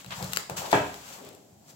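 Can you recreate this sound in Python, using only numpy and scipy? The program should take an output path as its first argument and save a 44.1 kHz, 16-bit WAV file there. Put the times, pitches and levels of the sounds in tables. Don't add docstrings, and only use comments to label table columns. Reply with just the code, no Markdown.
import sys
import numpy as np
from scipy import signal
from scipy.fft import rfft, irfft
from scipy.io import wavfile

SR = 44100
rng = np.random.default_rng(int(sys.argv[2]) if len(sys.argv) > 2 else 0)


def wrap_up_sound(samples):
    columns = np.atleast_2d(samples).T
    tamed = np.clip(columns, -1, 1)
    steps = np.round(tamed * 32767).astype(np.int16)
    wavfile.write(sys.argv[1], SR, steps)


N = 77175
TIME_S = np.arange(N) / SR
FREQ_HZ = np.fft.rfftfreq(N, 1 / SR)

# f/Hz, level/dB, t60/s
TRAY_MODES = [(118.3, -4.5, 0.39), (183.4, -7, 0.23), (283.7, 1, .36), (339, -12, 0.41), (412.4, 2, .45),
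              (501, 0.5, 0.4), (624.4, -4.5, 0.35), (649, -10, 0.5), (728, -7.5, 0.58), (802, -3, 0.46),
              (854, 1, .25), (891, -3.5, 0.4), (947, -4, .3), (1104, -11, .3), (1200, -11, .35),
              (1650, -7, .4), (1854, -13, 0.52)]


def rustle():
    # peak t/s, 20 dB rise/s, 20 dB fall/s, hiss level/dB, body level/dB
    swipes = [(0.0, .05, .12, -49, -50), (.085, .06, .1, -53, -55), (.107, .004, .05, -47, -36),
              (.124, .02, .06, -45, -35), (.165, .06, .2, -42, -45), (.24, .07, .16, -42, -45),
              (.35, .14, .14, -41, -45), (.388, .03, .09, -41, -45), (.505, .02, .12, -46, -49),
              (.570, .008, .11, -32, -37), (.585, .015, .09, -40, -37), (.662, .05, .1, -42, -42),
              (.718, .035, .11, -35, -38), (.748, .02, .14, -39, -42), (.87, .2, .3, -48, -51),
              (.945, .03, .3, -49, -52), (1.09, .16, .1, -46, -48), (1.135, .07, .15, -45, -49),
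              (1.27, .14, .17, -55, -52), (1.36, .1, .3, -63, -69), (1.704, .05, .028, -49, -57),
              (1.72, .15, .25, -59, -65)]
    # f/Hz, level/dB
    hiss_spectrum = [(1500, -6), (3000, -9), (4500, 0), (7000, 0), (11000, -4.5), (16000, -6)]
    body_spectrum = [(200, -22.5), (500, -6), (1100, 1), (2000, -3.5), (3300, -1.5), (5000, -11.5),
                     (10000, -35)]
    hiss_power, body_power = 0, 0
    for peak_s, rise_s, fall_s, hiss_db, body_db in swipes:
        envelope = swell(peak_s, rise_s, fall_s)
        hiss_power += (from_db(hiss_db) * envelope) ** 2
        body_power += (from_db(body_db) * envelope) ** 2
    hiss = np.sqrt(hiss_power) * colour(crinkle(), hiss_spectrum)
    body = np.sqrt(body_power) * colour(crinkle(), body_spectrum)
    return hiss + body


def crinkle(rate_per_s=2200, spread_db=4.5, direct_share=0.32, pan_db=5.5):
    sizes = from_db(spread_db * np.minimum(rng.exponential(1, N), 4)) * rng.choice([-1, 1], N)
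    grains = sizes * (rng.random(N) < rate_per_s / SR)
    direct = rms_one(place(grains, pan_db, lead_s=0.0003018))
    scattered = diffuse() * from_db([[pan_db / 4], [-pan_db / 4]])
    return np.sqrt(direct_share) * direct + np.sqrt(1 - direct_share) * scattered


def snaps(crackle_db=-12.5, crackle_t60_s=0.011, tick_db=-3, pitch_spread=0.093):
    # t/s, level/dB, high-pass f/Hz
    buckles = [(0.0459, -28, 980), (.0622, -26.5, 2500), (0.2267, -14.5, 2520), (0.2435, -17.5, 4000),
               (.3222, -19, 3000), (0.3334, -5.5, 900), (0.3616, -13, 2740), (0.3625, -11, 2800),
               (.3712, -2.5, 394), (0.4979, -15.5, 1500), (.7158, -14.5, 1200), (.9425, -24.5, 2000),
               (1.2245, -30, 6000), (1.2487, -24, 5500), (1.2655, -33, 6000), (1.289, -24.5, 4520),
               (1.3305, -34, 6000), (1.3495, -28, 6540), (1.597, -44, 6000)]
    # f/Hz, level/dB, t60/s
    crease_modes = [(650, -16.5, 0.0044), (1490, -16.5, 0.0083), (2900, -15, 0.0049), (3820, -16, 0.0042),
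                    (5950, -16, 0.0033), (7540, -13, 0.0018), (12850, -25.5, 0.00033)]
    # f/Hz, level/dB
    echo_spectrum = [(200, 8), (1200, 5), (3500, 0.5), (7000, -2.5), (15000, -5.5)]
    pole = from_db(-60 / (crackle_t60_s * SR))
    direct, total_force = 0, 0
    for t_s, level_db, highpass_hz in buckles:
        flip = clicks([(t_s, level_db)])
        decay = signal.lfilter([1], [1, -pole], flip + 1e-18)
        crackle = from_db(crackle_db) * decay * rng.standard_normal(N)
        force = cut(flip + crackle, highpass_hz, "high")
        modes = [(hz * (1 + pitch_spread * rng.uniform(-1.05, 1)), db, t60_s)
                 for hz, db, t60_s in crease_modes]
        direct += ring(force, modes) + from_db(tick_db) * force
        total_force += force
    room = from_db(-3.5) * echo(total_force, echo_spectrum)
    return from_db(-2) * (place(direct, pan_db=9, lead_s=0.00025) + room)


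def knocks(crack_db=7.5, landing_s=0.7295, tail_attack_s=0.0083):
    # t/s, level/dB, low-pass f/Hz
    contacts = [(.0465, -33, 1160), (.2085, -20, 890), (0.2266, -21.5, 950), (0.4969, -15.5, 1050),
                (0.6192, -20.5, 1000), (.6495, -27, 800), (.7283, -9.5, 2970), (0.7295, 0.5, 2250),
                (.7326, -7.5, 3500), (0.7394, -16.5, 3000), (0.7478, -17, 3000)]
    # f/Hz, level/dB, t60/s
    clack_modes = [(330, -26.5, 0.018), (596, -17.5, 0.0088), (853, -3, 0.0093), (1480, -15, .008),
                   (2030, -7.5, 0.0044), (3550, -11, 0.0044)]
    # f/Hz, level/dB
    echo_spectrum = [(60, -27), (150, -3), (300, -7), (550, -0.5), (900, -3), (1300, -3.5), (2000, -7.5),
                     (3000, -10.5), (5000, -17), (12000, -13.5)]
    force = sum(cut(clicks([(t_s, db)]), hz, "low") for t_s, db, hz in contacts)
    clack = ring(force, clack_modes) + from_db(crack_db) * force
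    clack = from_db(-0.5) * cut(clack, hz=257, kind="high")
    tail = ring(clicks([(landing_s, -27.5)]), TRAY_MODES)
    tail *= np.clip((TIME_S - landing_s) / tail_attack_s, 0, 1)
    room = from_db(14) * echo(cut(force, hz=70.5, kind="high"), echo_spectrum)
    return place(clack, pan_db=5.5, lead_s=0.00022) + room + place(tail, pan_db=2.5, lead_s=0.0001)


def bumps():
    # t/s, level/dB
    blows = [(.048, -9.5), (.064, -5.5), (.112, -10.5), (.165, -3), (.209, 5), (.231, -0.5), (.285, -9),
             (.345, -6.5), (.499, -0.5), (.572, -2), (.738, 4), (.79, 2.5), (1.25, -14.5), (1.512, -15),
             (1.553, -20.5)]
    # f/Hz, level/dB, t60/s
    low_modes = [(75, -13, 0.63), (99.4, -6, 0.26), (128.3, -1.5, 0.22), (146, -2, 0.184), (185.5, -2, .22)]
    # f/Hz, level/dB
    echo_spectrum = [(40, 8), (120, 0.5), (15000, 0)]
    boom = ring(clicks(blows), low_modes)
    boom = cut(boom, hz=65.5, kind="high")
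    boom = cut(boom, hz=264, kind="low")
    room = from_db(-16.5) * echo(boom, echo_spectrum)
    return from_db(-37) * (place(boom, pan_db=0.5, lead_s=0.0003018) + room)


def slides(skirt_db=-10, hum_db=-10):
    # peak t/s, 20 dB rise/s, 20 dB fall/s, level/dB, friction centre f/Hz
    pushes = [(0.198, 0.09, 0.21, -42.5, 834), (0.649, 0.13, 0.2165, -37.5, 703),
              (1.12, 0.14, 0.16, -55.5, 627), (1.205, 0.27, 0.03, -50.5, 810), (1.26, 0.19, 0.25, -47, 398),
              (1.70, 0.15, 4, -62.5, 580)]
    rub = 0
    for peak_s, rise_s, fall_s, db, hz in pushes:
        hump = [(hz * 2 ** octave, skirt_db * abs(octave) ** 1.4) for octave in np.linspace(-3, 3, 13)]
        rub += from_db(db) * swell(peak_s, rise_s, fall_s) * colour(crinkle(), hump)
    hum = rms_one(ring(rub, TRAY_MODES)) * np.sqrt(np.mean(rub ** 2))
    return rub + from_db(hum_db) * hum


def echo(x, spectrum, onset_s=0.0019):
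    # f/Hz, t60/s
    room_t60 = [(80, 0.65), (300, 0.54), (800, 0.51), (2000, 0.45), (6000, 0.6), (15000, 0.16)]
    noise = rfft(diffuse()) * from_db(at_hz(spectrum, FREQ_HZ))
    centres_hz = np.geomspace(60, 15000, 9)
    response = 0
    for centre_hz, weights in zip(centres_hz, np.eye(len(centres_hz))):
        band = irfft(noise * at_hz(np.c_[centres_hz, weights], FREQ_HZ), N)
        response += band * from_db(-60 * TIME_S / at_hz(room_t60, centre_hz))
    response *= np.clip(TIME_S / onset_s - 0.5, 0, 1)
    response = rms_one(response) / np.sqrt(N)
    return signal.fftconvolve(x[None], response, axes=1)[:, :N]


def air(level_db=-57):
    # f/Hz, level/dB
    spectrum = [(20, -45), (50, -30), (90, -9.5), (160, 1), (280, -3.5), (420, -16), (700, -6), (1200, -24),
                (3000, -26.5), (7000, -23.5), (16000, -29)]
    return from_db(level_db) * colour(diffuse(), spectrum)


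def diffuse():
    # f/Hz, left-right correlation
    likeness = [(60, 0.56), (150, 0.97), (300, 0.69), (600, 0.47), (1200, 0), (16000, 0.049)]
    mid, side = rfft(rng.standard_normal((2, N)))
    alike = at_hz(likeness, FREQ_HZ)
    return irfft(np.sqrt(1 + alike) * mid + np.sqrt(1 - alike) * side * [[1], [-1]], N)


def from_db(db):
    return 10 ** (np.asarray(db) / 20)


def rms_one(x):
    return x / np.sqrt(np.mean(x ** 2) + 1e-20)


def at_hz(points, hz):
    knots_hz, values = np.transpose(points)
    return np.interp(np.log(np.maximum(hz, 1)), np.log(knots_hz), values)


def colour(x, spectrum):
    return rms_one(irfft(rfft(x) * from_db(at_hz(spectrum, FREQ_HZ)), N))


def place(x, pan_db, lead_s):
    delayed = np.interp(TIME_S - lead_s, TIME_S, x, left=0)
    return np.array([x * from_db(pan_db / 2), delayed * from_db(-pan_db / 2)])


def clicks(rows):
    impulses = np.zeros(N)
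    for t_s, db in rows:
        impulses[int(t_s * SR)] += from_db(db)
    return impulses


def ring(x, modes):
    total = 0
    for k, (hz, db, t60_s) in enumerate(modes):
        radius, step_rad = from_db(-60 / (t60_s * SR)), 2 * np.pi * hz / SR
        feedback = [1, -2 * radius * np.cos(step_rad), radius ** 2]
        total += (-1) ** k * from_db(db) * signal.lfilter([0, np.sin(step_rad)], feedback, x + 1e-18)
    return total


def swell(peak_s, rise_s, fall_s):
    return from_db(-20 * np.maximum((peak_s - TIME_S) / rise_s, (TIME_S - peak_s) / fall_s))


def cut(x, hz, kind):
    return signal.sosfilt(signal.butter(2, hz, kind, fs=SR, output="sos"), x + 1e-18)


def scene():
    return rustle() + snaps() + knocks() + bumps() + slides() + air()


def record(dry, cutoff_hz=15900):
    # f/Hz, gain/dB, width/Hz
    mic_bands = [(7520, 6, 1030), (9370, -7.5, 2860)]
    for hz, db, width_hz in mic_bands:
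        band = signal.lfilter(*signal.iirpeak(hz, hz / width_hz, fs=SR), dry)
        dry = dry + (from_db(db) - 1) * band
    return signal.sosfilt(signal.ellip(12, 0.2, 80, cutoff_hz, fs=SR, output="sos"), dry)


dry = scene()
out = record(dry)
wrap_up_sound(out)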